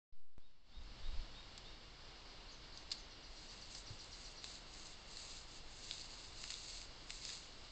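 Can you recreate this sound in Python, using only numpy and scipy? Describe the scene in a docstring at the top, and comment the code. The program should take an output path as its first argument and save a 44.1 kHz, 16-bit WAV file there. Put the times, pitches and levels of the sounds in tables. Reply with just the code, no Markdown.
"""A trail camera in a forest wakes with a pop and fades up into its own hiss, wind rumbling at the port.
Small birds whistle and trill among the trunks. Some way from the microphone, a bear rears up
and rubs its back on a pine: fur drags over the bark in strokes, flakes and twigs snap,
and a hind paw thuds on the soil."""
import sys
import numpy as np
from scipy import signal
from scipy.fft import rfft, irfft
from scipy.io import wavfile

SR = 44100
rng = np.random.default_rng(int(sys.argv[2]) if len(sys.argv) > 2 else 0)


def put_to_file(sound):
    """Save the sound as 16-bit audio at rate SR, in the file named by the first command-line argument."""
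    columns = np.atleast_2d(sound).T  # one column per channel
    safe = np.clip(columns, -1, 1)
    whole_steps = np.round(safe * 32767)
    wavfile.write(sys.argv[1], SR, whole_steps.astype(np.int16))


N = 340011
TIME = np.arange(N) / SR


# Strokes of the bear's back on the pine, some way off.
# Each row: start in seconds, length in seconds, relative level in dB, extra rasp in dB.
BACK_STROKES = [(2.717, 0.15, -74, 3), (2.88, 0.16, -72, 7), (3.24, 0.57, -69, 2), (3.691, 0.15, -59, -5),
                (3.758, 0.43, -69, 0.5), (4.07, 0.3, -64.5, -2.5), (4.402, 0.2, -61.5, 2),
                (4.674, 0.3, -62, -2), (5.06, 0.41, -58, -.5), (5.471, .14, -63, -2),
                (5.663, 0.32, -61.5, -4.5), (5.822, 0.27, -58, 1.5), (6.018, 0.33, -62, 1.5),
                (6.315, 0.37, -58, .5), (6.555, 0.33, -57, 0.5), (7.067, .2, -58.5, -1),
                (7.189, 0.22, -55, 1.5), (7.338, 0.15, -64, 0), (7.615, .09, -78, -3)]
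# The colour of scraped bark. Each row: frequency in Hz, relative level in dB.
BARK_SPECTRUM = [(1060, -30), (1800, -19), (2150, -13.5), (2410, -17), (2730, -6.5), (2960, -15),
                 (3190, -10), (4070, -2.5), (4560, -0.5), (5070, -6), (5490, -12), (6440, -5), (7650, -7.5),
                 (8570, -20.5), (8800, -32), (11400, -62), (19400, -120)]

def rubbing(level_db=4, fur_db=-2, flakes_db=-5, flakes_per_s=600, catch_db=1, rasp_hz=5500):
    """Fur hisses over bark while flakes tick; the coat catches and slips, and leaning in adds rasp."""
    # once the bear is upright, its coat brushes the bark between strokes too
    hiss_power = rasp_power = (amp(-73) * ramp(start=3.15, length=0.25)) ** 2
    for start, length, db, rasp_db in BACK_STROKES:
        sliding_speed = arch(start, length)
        friction = amp(db) * sliding_speed ** 0.73
        hiss_power = hiss_power + friction ** 2
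        rasp_power = rasp_power + (amp(rasp_db) * friction) ** 2
    flake_db = 3 * np.minimum(rng.exponential(1, N), 4.5)
    ticks = amp(flake_db) * rng.choice([-1, 1], N) * (rng.random(N) < flakes_per_s / SR)
    flakes = amp(flakes_db) * shaped(ticks, BARK_SPECTRUM)
    fur = amp(fur_db) * shaped(rng.standard_normal(N), BARK_SPECTRUM)
    scrape = fur + flakes
    rasp = signal.sosfiltfilt(signal.butter(6, rasp_hz, fs=SR, output="sos"), scrape)
    hiss = scrape - rasp  # the part above rasp_hz
    catching = amp(level_db + catch_db * drift(35))
    return catching * (np.sqrt(hiss_power) * hiss + np.sqrt(rasp_power) * rasp)


# Bark flakes and twigs breaking at the pine. Each row: start in seconds, rough peak in dB,
# ring frequency in Hz, ring strength in dB, crumbling time in seconds.
BREAKS = [(0.835, -53, 7000, 7, .0019), (1.578, -43, 6900, 0, .0026), (2.7745, -42, 5050, 12, 0.0025),
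          (2.9065, -44, 4500, 8, 0.0023), (2.916, -32, 4200, 10, 0.001), (2.9185, -27.5, 4650, 16, 0.0019),
          (2.924, -39, 4500, 10, 0.0061), (3.7498, -41.5, 4880, 9, .0031), (4.044, -47, 7400, 3, .0015),
          (4.4428, -33.5, 3520, 8, 0.0012), (5.1705, -40, 4500, 6, .0023),
          (5.9113, -26, 3520, 10.5, 0.00071), (5.9815, -37.5, 4060, 12, .0009),
          (6.44, -34, 1580, 15.5, .001), (6.5043, -32, 3930, 8, 0.0011), (6.5078, -37, 7000, 10, .001),
          (6.5204, -37, 3580, 5, 0.00081), (6.5406, -33, 3800, 11, .0011), (6.816, -41, 4100, 0, 0.0011),
          (7.0971, -39, 4500, -2, 0.00061), (7.105, -33, 2400, 5, 0.0015),
          (7.2518, -32, 4400, 1.5, 0.00086), (7.2916, -39.5, 1690, 9, 0.0027),
          (7.3022, -40, 4200, -1, .0017)]
# The colour of a crack. Each row: frequency in Hz, relative level in dB.
CRACK_SPECTRUM = [(300, -27.5), (1200, -13.5), (2300, -10), (3200, -5.5), (4000, -0.5), (4900, -2.5),
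                  (5700, -13), (6500, -7), (7600, -6.5), (8600, -21), (10000, -52)]

def snaps(crumble=0.55, scatter=0.022, scatter_s=0.0085, ring_q=2.3, crest=1.66):
    """Each break is a crack and tearing fibres that ring the wood, then scatter in the undergrowth."""
    out, size = np.zeros(N), 4096
    t, hz = np.arange(size) / SR, np.fft.rfftfreq(size, 1 / SR)
    for start, db, ring_hz, ring_db, crumble_s in BREAKS:
        decay = crumble * np.exp(-t / crumble_s) + scatter * np.exp(-t / scatter_s)
        force = rng.choice([-1, 1], size) * decay
        force[0] = 2  # the break itself
        ring = amp(ring_db / (1 + (2 * ring_q * (hz / ring_hz - 1)) ** 2))
        log_gain = np.log(colour(CRACK_SPECTRUM, hz) * ring)
        # minimum phase: nothing sounds before the break
        mirrored = np.r_[log_gain, log_gain[-2:0:-1]]
        wood = np.exp(np.conj(signal.hilbert(mirrored)))[:len(hz)]
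        crack = irfft(rfft(force) * wood)
        rough_peak = crest * np.sqrt(np.sum(crack ** 2) / (crumble_s * SR))
        add(out, start, amp(db) * crack / rough_peak)
    return out


# One hind paw landing at the foot of the tree.
# Each row: start in seconds, level in dB, frequency in Hz, seconds to fade by 60 dB.
THUD_MODES = [(3.905, -42, 107.3, 0.12), (3.908, -58, 154, 0.17)]

def paw():
    """The forest floor gives a short, dull thud under the bear's weight."""
    out, t = np.zeros(N), np.arange(SR // 3) / SR
    for start, db, hz, t60 in THUD_MODES:
        add(out, start, amp(db) * 1e-3 ** (t / t60) * np.sin(2 * np.pi * hz * t))
    return out


# The triller's two syllables. Each row: seconds into the syllable, pitch in Hz, relative level in dB.
ARCHED_SYLLABLE = [(0, 4000, 1), (.008, 4300, 6), (.017, 4850, 3), (.023, 6200, -15), (.033, 7100, -9),
                   (.046, 6150, -2), (.054, 5980, -6)]
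CHIP_SYLLABLE = [(0, 5850, -5), (.006, 5800, -3), (.008, 5550, -7), (.011, 5000, 0), (.015, 4550, 3.5),
                 (.022, 3950, -1)]
# Its loose notes ahead of the trill. Each row: start in seconds, relative level in dB.
OPENING_CHIPS = [(2.045, -62), (2.29, -59)]
ARCHED_NOTES = [(2.483, -57), (2.720, -59), (2.947, -56.5)]
# Its echoes off the nearest trunks. Each row: delay in seconds, level in dB against the direct sound.
NEAR_ECHOES = [(.015, -4), (.026, -12)]

def triller(level_db=-3, swell_db_per_s=8):
    """A bird among the trees gives two chips, three arched notes, then a trill that swells and holds."""
    times = beats(start=3.106, every=0.1262, count=11)
    swell_db = np.minimum(-56.5 + swell_db_per_s * (times - times[0]), -50.5)
    chips = OPENING_CHIPS + list(zip(times, swell_db))
    direct = amp(level_db) * (song(ARCHED_SYLLABLE, ARCHED_NOTES) + song(CHIP_SYLLABLE, chips))
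    heard = direct.copy()
    for delay, db in NEAR_ECHOES:
        add(heard, delay, amp(db) * direct)
    return forest(heard, wet_db=-3, t60=0.31)


# The whistler's note. Each row: seconds into the note, pitch in Hz, relative level in dB.
WHISTLE_SYLLABLE = [(0, 3300, -9), (.014, 3580, -2), (.03, 3760, 0), (.06, 3775, -1), (.075, 3760, -8)]

def whistler(level_db=-59):
    """A second bird repeats one rising note evenly, and it lingers between the trunks."""
    notes = [(start, level_db) for start in beats(start=0.413, every=0.308, count=5)]
    return forest(song(WHISTLE_SYLLABLE, notes), wet_db=-5, t60=0.61)


def song(syllable, notes, waver=0.006, waver_hz=70):
    """A bird repeats one gliding, nearly pure syllable, never at quite the same pitch."""
    at, pitch_hz, level_db = np.transpose(syllable)
    t, out = np.arange(0, at[-1], 1 / SR), np.zeros(N)
    swell = amp(np.interp(t, at, level_db)) * signal.windows.tukey(len(t), 0.15)
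    for start, db in notes:
        wobble = 1 + waver * (rng.standard_normal() + np.sin(2 * np.pi * (waver_hz * t + rng.random())))
        hz = wobble * np.interp(t, at, pitch_hz)
        add(out, start, amp(db) * swell * np.sin(2 * np.pi * np.cumsum(hz) / SR))
    return out


# Wind right on the microphone. Each row: frequency in Hz, relative level in dB.
RUMBLE_SPECTRUM = [(5.9, -29), (10, 4.5), (18, 2), (34, -1.5), (200, -24.5), (260, -47.5), (440, -120)]
# Gusts bumping the port. Each row: start in seconds, length in seconds, level in dB.
PORT_GUSTS = [(0.752, 0.12, -41.5), (1.004, 0.15, -36), (1.12, 0.13, -40.5)]

def wind(rumble_db=-58.5, breeze_db=6, buffet_hz=52, hollow_db=-72, hollow_hz=235):
    """Air rumbles at the microphone port; an early breeze buffets it and blows a faint hollow note."""
    breeze = np.exp(-((TIME - 0.72) / 0.4) ** 2)  # one swell of air, peaking at 0.72 s
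    rumble = amp(rumble_db + breeze_db * breeze) * shaped(rng.standard_normal(N), RUMBLE_SPECTRUM)
    buffets = drift(buffet_hz) * sum(amp(db) * arch(start, length) for start, length, db in PORT_GUSTS)
    phase = 2 * np.pi * hollow_hz * TIME
    hollow = drift(20) * np.cos(phase) + drift(20) * np.sin(phase)  # noise about 40 Hz wide
    return rumble + buffets + amp(hollow_db) * breeze * hollow


# The camera's own noise floor. Each row: frequency in Hz, relative level in dB.
HISS_SPECTRUM = [(59, -31), (100, -5), (186, -7), (314, -7.5), (510, -8), (1060, -9), (1660, -12),
                 (2560, -14.5), (2810, -9), (3140, -8.5), (3720, -10), (4480, -7), (6400, -22.5),
                 (7580, -23.5), (8800, -42.5), (11400, -76), (19400, -120)]

def camera_hiss(level_db=-59, waver_db=0.47):
    """The camera hisses steadily under everything, wavering a little."""
    return amp(level_db + waver_db * drift(8.7)) * shaped(rng.standard_normal(N), HISS_SPECTRUM)


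def forest(x, wet_db, t60):
    """On the way to the microphone, many trunks scatter the sound into a short, thin tail."""
    t = np.arange(SR) / SR
    echoes = rng.standard_normal(SR) * (rng.random(SR) < 2000 / SR)  # about 2000 a second
    tail = echoes * 0.0009 ** (t / t60) * (t > 0.004)
    return x + amp(wet_db) * signal.fftconvolve(x, tail / np.linalg.norm(tail))[:N]


# A faint distant hum near 310 Hz; the other rows are resonances around the microphone.
# Each row: centre in Hz, width in Hz, gain in dB.
HUM_AND_RESONANCES = [(309.4, 24, 4), (2160, 120, 3.5), (2310, 250, 1.5), (2765, 220, 2), (3154, 230, -3.5),
                      (4000, 150, 0.5), (5040, 520, 2.5), (5570, 390, -0.5), (7580, 170, 2)]

def colour(spectrum, hz):
    """Gain of a spectrum, with a narrow peak for the hum and the resonances around the microphone."""
    points_hz, points_db = np.transpose(spectrum)
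    source_db = np.interp(np.log(hz + 1), np.log(points_hz + 1), points_db)
    peaks_db = sum(db / (1 + (2 * (hz - centre) / width) ** 2) for centre, width, db in HUM_AND_RESONANCES)
    return amp(source_db + peaks_db)


def shaped(x, spectrum):
    """Gives x that colour, at rms 1."""
    return unit(irfft(rfft(x) * colour(spectrum, np.fft.rfftfreq(N, 1 / SR)), N))


def drift(rate):
    """A random wander of rms 1, up to about rate changes a second."""
    hz = np.fft.rfftfreq(N, 1 / SR)
    return unit(irfft(rfft(rng.standard_normal(N)) * np.exp(-(hz / rate) ** 2), N))


def amp(db):
    """Decibels to gain."""
    return 10 ** (np.asarray(db) / 20)


def unit(x):
    """Scales to rms 1."""
    return x / np.sqrt(np.mean(x ** 2) + 1e-20)


def add(mix, start, sound):
    """Mixes a sound in at start seconds."""
    part = mix[max(round(start * SR), 0):][:len(sound)]
    part += sound[:len(part)]


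def arch(start, length):
    """A half sine that rises from rest and returns to it."""
    return np.sin(np.pi * ramp(start, length)).clip(0)


def ramp(start, length):
    """Rises evenly from 0 to 1, then holds."""
    return np.clip((TIME - start) / length, 0, 1)


def beats(start, every, count):
    """Evenly spaced times in seconds."""
    return start + every * np.arange(count)


def scene():
    """The bear, the birds and the air, heard in mono by one small microphone."""
    bear = forest(rubbing() + snaps(), wet_db=-12, t60=0.13) + paw()
    return (bear + triller() + whistler() + wind() + camera_hiss())[None]


# Steps of the microphone bias as the camera wakes.
# Each row: start in seconds, step size in dB, rise time in seconds, settling time in seconds.
BIAS_POPS = [(0.125, -33, 0.038, 0.16), (0.381, -47.5, 0.000017, 0.097)]

def record(dry, wake_steps_db=(-62, -23.5, -17.5), cutoff_hz=8850):
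    """The camera's gain steps up with each bias pop, then ramps to full; the top treble is cut off."""
    pops_so_far = sum(TIME >= pop[0] for pop in BIAS_POPS)
    step_gain = amp(wake_steps_db)[pops_so_far]
    out = dry[0] * (step_gain + (1 - step_gain) * ramp(start=0.63, length=0.36))
    for start, db, rise_s, settle_s in BIAS_POPS:
        add(out, start, amp(db) * (np.exp(-TIME / rise_s) - np.exp(-TIME / settle_s)))
    lowpass = signal.firwin(255, cutoff_hz, window=("kaiser", 8), fs=SR)
    return signal.oaconvolve(out, lowpass, "same")[None]


dry = scene()
out = record(dry)
put_to_file(out)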